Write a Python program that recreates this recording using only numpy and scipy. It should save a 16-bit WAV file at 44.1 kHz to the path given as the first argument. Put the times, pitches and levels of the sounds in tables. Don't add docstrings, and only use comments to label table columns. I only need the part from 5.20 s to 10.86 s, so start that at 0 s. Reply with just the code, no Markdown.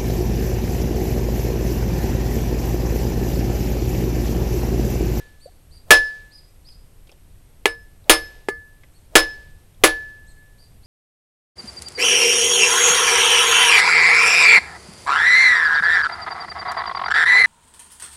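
import sys
import numpy as np
from scipy import signal
from scipy.fft import irfft
from scipy.io import wavfile
from scipy.ndimage import uniform_filter1d

SR = 44100
rng = np.random.default_rng(int(sys.argv[2]) if len(sys.argv) > 2 else 0)


def master_out(mix):
    frames = np.transpose(np.atleast_2d(mix))
    ceiling = np.clip(frames, -1, 1)
    pcm = np.round(ceiling * 32767).astype(np.int16)
    wavfile.write(sys.argv[1], SR, pcm)


N = 249606

# (frequency [Hz], level [dB])
WIND_SPECTRUM = [(10, -3.5), (28, -0.5), (50, -7.5), (90, -8.5), (140, -17), (220, -26.5), (500, -60.5),
                 (2000, -100)]


def gain_of(db):
    return 10 ** (np.asarray(db) / 20)


def evened(x):
    return x / np.sqrt(np.mean(x ** 2) + 1e-20)


def look_up(points, hz):
    frequencies, values = np.transpose(points)
    return np.interp(np.log(hz + 1), np.log(frequencies + 1), values)


def clock(length_s):
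    return np.arange(int(length_s * SR)) / SR


def add(mix, start_s, sound):
    at = round(start_s * SR)
    sound = sound[max(-at, 0):]
    part = mix[max(at, 0):][:len(sound)]
    part += sound[:len(part)]


def noise(spectrum, size):
    hz = np.fft.rfftfreq(size, 1 / SR)
    random_phases = np.exp(2j * np.pi * rng.random(len(hz)))
    return evened(irfft(gain_of(look_up(spectrum, hz)) * random_phases, size))


def fade(t, t60):
    return np.exp(-np.log(1000) * t / t60)


def ring(tones, t):
    return sum((-1) ** k * gain_of(db) * fade(t, t60) * np.sin(2 * np.pi * hz * t)
               for k, (hz, db, t60) in enumerate(tones))


def soften(x, cutoff_hz):
    pole = np.exp(-2 * np.pi * cutoff_hz / SR)
    return signal.lfilter([(1 - pole) ** 2], [1, -2 * pole, pole ** 2], x)


def by_bite(glancing, full, bite):
    return glancing + (full - glancing) * bite


def outdoors(hiss_db=-59.5, breeze_db=-48, gust_db=2.0):
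    # (frequency [Hz], level [dB])
    hiss_spectrum = [(88, -24.5), (150, 2.5), (186, -10.5), (264, -5.5), (308, -6.5), (521, -9.5),
                     (1200, -18), (2380, -19), (3870, -21.5), (4880, -23.5), (7210, -24), (8590, -17.5),
                     (10000, -26), (11500, -16), (15700, -43)]
    gusts = noise([(1, 0), (5, -4), (14, -40), (40, -120)], N)
    hiss = gain_of(hiss_db) * noise(hiss_spectrum, N)
    return hiss + gain_of(breeze_db + gust_db * gusts) * noise(WIND_SPECTRUM, N)


def chick(usual_hz=4800, edge_db=70, echo_db=-2, rasp_share=.022):
    # (time of the top [s], top pitch [Hz], level [dB])
    peeps = [(0.236, 4620, -52.5), (0.546, 4790, -50.5), (0.86, 4830, -49), (1.153, 5000, -45.5),
             (1.490, 5010, -46.5), (3.765, 4400, -63), (5.096, 4320, -59.5), (5.416, 4805, -53),
             (5.672, 5020, -49.5)]
    out = np.zeros(N)
    for top_s, top_hz, db in peeps:
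        length_s = .095 + .00006 * (top_hz - usual_hz)
        octave_db = -13 - 0.0291 * (top_hz - usual_hz)
        from_top = 2 * clock(length_s) / length_s - 1
        droop = .44 * abs(from_top) ** 2.9
        rasp = rasp_share * evened(uniform_filter1d(rng.standard_normal(len(droop)), size=20))
        phase = 2 * np.pi * np.cumsum(top_hz * (1 - droop) * (1 + rasp)) / SR
        voice = gain_of(-edge_db * droop) * np.sin(phase) + gain_of(octave_db) * np.sin(2 * phase)
        add(out, top_s - length_s / 2, gain_of(db) * voice * signal.windows.tukey(len(voice), .3))
    t = clock(.5)
    yard = rng.standard_normal(len(t)) * fade(t, t60=.4)
    return out + gain_of(echo_db) * signal.fftconvolve(out, yard / np.linalg.norm(yard))[:N]


def gurgles():
    # (time [s], level [dB], start pitch [Hz], end pitch [Hz], length [s])
    bubbles = [(0.258, -32.5, 527, 560, 0.014), (0.271, -44.5, 657, 800, 0.034)]
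    out = np.zeros(N)
    for start_s, db, start_hz, end_hz, length_s in bubbles:
        progress = clock(length_s) / length_s
        cycles = np.cumsum(start_hz + (end_hz - start_hz) * progress) / SR
        swell = np.sin(np.pi * np.sqrt(progress)) ** 2
        add(out, start_s, gain_of(db) * swell * np.sin(2 * np.pi * cycles))
    return out


def touch(t, hz, t60):
    spectrum = [(hz / 4, -28), (hz / 1.3, -13), (hz, 0), (hz * 1.3, -11), (hz * 2.5, -22), (hz * 5, -42)]
    return noise(spectrum, len(t)) * fade(t, t60)


def handling(tick_cycles=124, thud_db=-1, brush_s=5.165, brush_db=-47):
    # (time [s], level [dB], tick pitch [Hz])
    taps = [(1.486, -51.5, 2700), (1.872, -49.5, 3195), (1.893, -48, 2560), (1.9163, -49, 5130),
            (1.923, -53, 3237), (2.842, -57, 4000), (3.635, -48.5, 2050), (4.546, -60.5, 3433)]
    out, t = np.zeros(N), clock(0.9)
    for start_s, db, hz in taps:
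        tick = touch(t, hz, t60=tick_cycles / hz)
        thud = gain_of(thud_db) * touch(t, hz=532, t60=0.044)
        add(out, start_s, gain_of(db) * (tick + thud))
    steel = blade_note(t, grip=1.3) + gain_of(-12) * blade_overtones(t, favoured_hz=2116)
    add(out, brush_s, gain_of(brush_db) * (1 - fade(t, .15)) * steel)
    return out


def shelter(t, scatter_db=-13, tail_db=-45, tail_t60=0.86, build_s=0.00073):
    # (frequency [Hz], level [dB])
    scatter_spectrum = [(60, -22), (200, -14), (350, 1), (600, -2), (1000, 1.5), (2300, 0), (4000, -2.5),
                        (7000, -13), (11000, -10), (15500, -11)]
    # (frequency [Hz], fade time [s])
    scatter_fades = [(100, 0.048), (500, 0.17), (2000, 0.15), (6000, 0.21), (11000, 0.1), (15000, 0.11)]
    # (frequency [Hz], level [dB])
    tail_spectrum = [(100, -12.5), (450, 1.5), (1000, -9.5), (2500, -7), (4500, -7), (9000, -12.5),
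                     (15000, -20)]
    hz, when, bands = signal.stft(noise(scatter_spectrum, len(t)), SR, nperseg=256)
    bands = bands * fade(when, look_up(scatter_fades, hz)[:, None])
    scatter = signal.istft(bands, SR, nperseg=256)[1][:len(t)]
    tail = noise(tail_spectrum, len(t)) * fade(t, tail_t60)
    return (1 - np.exp(-t / build_s)) * (gain_of(scatter_db) * scatter + gain_of(tail_db) * tail)


def swish(t, swell_s=0.03):
    # (frequency [Hz], level [dB])
    swish_spectrum = [(200, -26.5), (450, -10), (620, -5), (800, -12.5), (1500, -26), (6000, -33.5)]
    return noise(swish_spectrum, len(t)) * np.exp(-(t / swell_s) ** 2)[::-1]


def air_puff(t, rise_s=0.0068):
    rumble = soften(noise(WIND_SPECTRUM, len(t)), cutoff_hz=50)
    return rumble * (1 - np.exp(-t / rise_s)) * fade(t, t60=.5)


def blade_note(t, grip, hz=1728.5, t60=.55, first_swing=0.7, contact_t60=0.19):
    return ring([(hz, 0, t60 * grip)], t) * (1 + first_swing * fade(t, contact_t60))


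def blade_whistle(t):
    # (pitch [Hz], level [dB], fade time [s])
    whistle_tones = [(5181, 0, .32), (5190, -3, .32)]
    return ring(whistle_tones, t)


def blade_overtones(t, favoured_hz, favour_db=9):
    # (pitch [Hz], level [dB], fade time [s])
    steel_tones = [(1213, -6, .17), (2116, -9, .21), (4538, -11, .21), (6660, -18, .18), (8110, -9, .15),
                   (8877, -2, .1), (9166, -8, .13), (10162, -10, .21), (10742, -6, .13), (10852, -4, .15),
                   (11390, -29, .55), (12920, -8, .11), (13610, -6, .11)]
    nearest_hz = min(steel_tones, key=lambda tone: abs(tone[0] - favoured_hz))[0]
    return ring([(hz, db + favour_db * (hz == nearest_hz), t60) for hz, db, t60 in steel_tones], t)


def crack(t, t60, snaps_per_s=1200, snap_t60=0.0016):
    # (frequency [Hz], level [dB])
    crack_spectrum = [(300, -27), (1200, 2), (3000, 2), (6000, -1.5), (10500, -3), (15500, -19)]
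    snaps = rng.exponential(1, len(t)) * (rng.random(len(t)) < snaps_per_s / SR)
    bursts = signal.fftconvolve(snaps, fade(clock(.02), snap_t60))[:len(t)]
    return evened(bursts + .5) * noise(crack_spectrum, len(t)) * fade(t, t60)


def knock(t, bite, bright_hz, bass_limit_hz):
    # (pitch [Hz], level [dB], fade time [s])
    shell_tones = [(405, -10, 0.039), (869, -11, 0.022), (1293, -16, 0.032), (1650, -9.5, 0.006),
                   (2052, -7.5, .022), (2470, -6, 0.015), (3243, -8.5, 0.015), (4340, -14, 0.0097),
                   (463, -36, 0.28)]
    # (pitch [Hz], level [dB], fade time [s])
    clack_tones = [(2277, 0.5, 0.096), (2710, 0.5, 0.065), (2910, 2.5, 0.079), (3580, -3, 0.087),
                   (3870, -2, .09)]
    # (pitch [Hz], level [dB], fade time [s])
    kitchen_tones = [(318, -17, .2), (345, -22, .19), (463, -22, .21), (542, -20, .19), (618, -18, .15),
                     (767, -24, .21), (1055, -28, .18), (1150, -29, .15), (1515, -28, .18)]
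    echo = gain_of(by_bite(-18, 0.5, bite)) * shelter(t)
    hollow = gain_of(by_bite(-25.5, -3.5, bite)) * ring(kitchen_tones, t)
    clack = gain_of(by_bite(-27, -23, bite)) * ring(clack_tones, t)
    struck = soften(ring(shell_tones, t) + clack + echo + hollow, bright_hz)
    return signal.sosfilt(signal.butter(3, bass_limit_hz, "high", fs=SR, output="sos"), struck)


def cleaver_blows(soft_blow_hz=350, bright_hz_per_db=590):
    # (time [s], force [dB], bite [0-1], bass limit [Hz], note [dB], whistle [dB], overtones [dB],
    # favoured overtone [Hz], grip [factor on the note's fade time])
    blows = [(-0.27, 11.5, 1, 250, -28.5, -42, -42, 10162, 1.08),
             (0.7065, 11.5, 0.92, 410.6, -14.5, -29.5, -31, 10162, 0.86),
             (2.456, 6, 0.25, 281, -27.5, -43, -35, 8110, 0.66),
             (2.896, 9.5, 0.98, 259.7, -25, -28, -17, 9166, 0.83),
             (3.2855, 1, 0.03, 200, -27.5, -60, -28, 9166, 0.93),
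             (3.9542, 9, 1, 221.4, -22, -27, -26, 10852, 0.92),
             (4.6372, 8.5, 0.91, 180.4, -24, -53, -24, 10852, 1.3)]
    out, t = np.zeros(N), clock(1)
    for hit_s, force_db, bite, bass_hz, note_db, whistle_db, overtones_db, favoured_hz, grip in blows:
        bright_hz = soft_blow_hz + bright_hz_per_db * max(force_db, 0)
        nut = knock(t, bite, bright_hz, bass_hz)
        split = gain_of(by_bite(-30, -11.5, bite)) * crack(t, t60=by_bite(0.051, .115, bite))
        puff = gain_of(by_bite(-52, -31, bite)) * air_puff(t)
        blade = (gain_of(note_db) * blade_note(t, grip)
                 + gain_of(whistle_db) * blade_whistle(t)
                 + gain_of(overtones_db) * soften(blade_overtones(t, favoured_hz), 3 * bright_hz))
        add(out, hit_s, gain_of(force_db) * (nut + split + blade + puff))
        add(out, hit_s - 1, gain_of(force_db + by_bite(-74.5, -57.5, bite)) * swish(t))
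    return out


def scene():
    return (cleaver_blows() + gurgles() + handling() + chick() + outdoors())[None]


def record(dry):
    clipped = np.clip(dry, -1, 1)
    treble_cut = signal.firwin(511, cutoff=15850, window=("kaiser", 9), fs=SR)
    return signal.oaconvolve(clipped, treble_cut[None], "same")


dry = scene()
out = record(dry)
master_out(out)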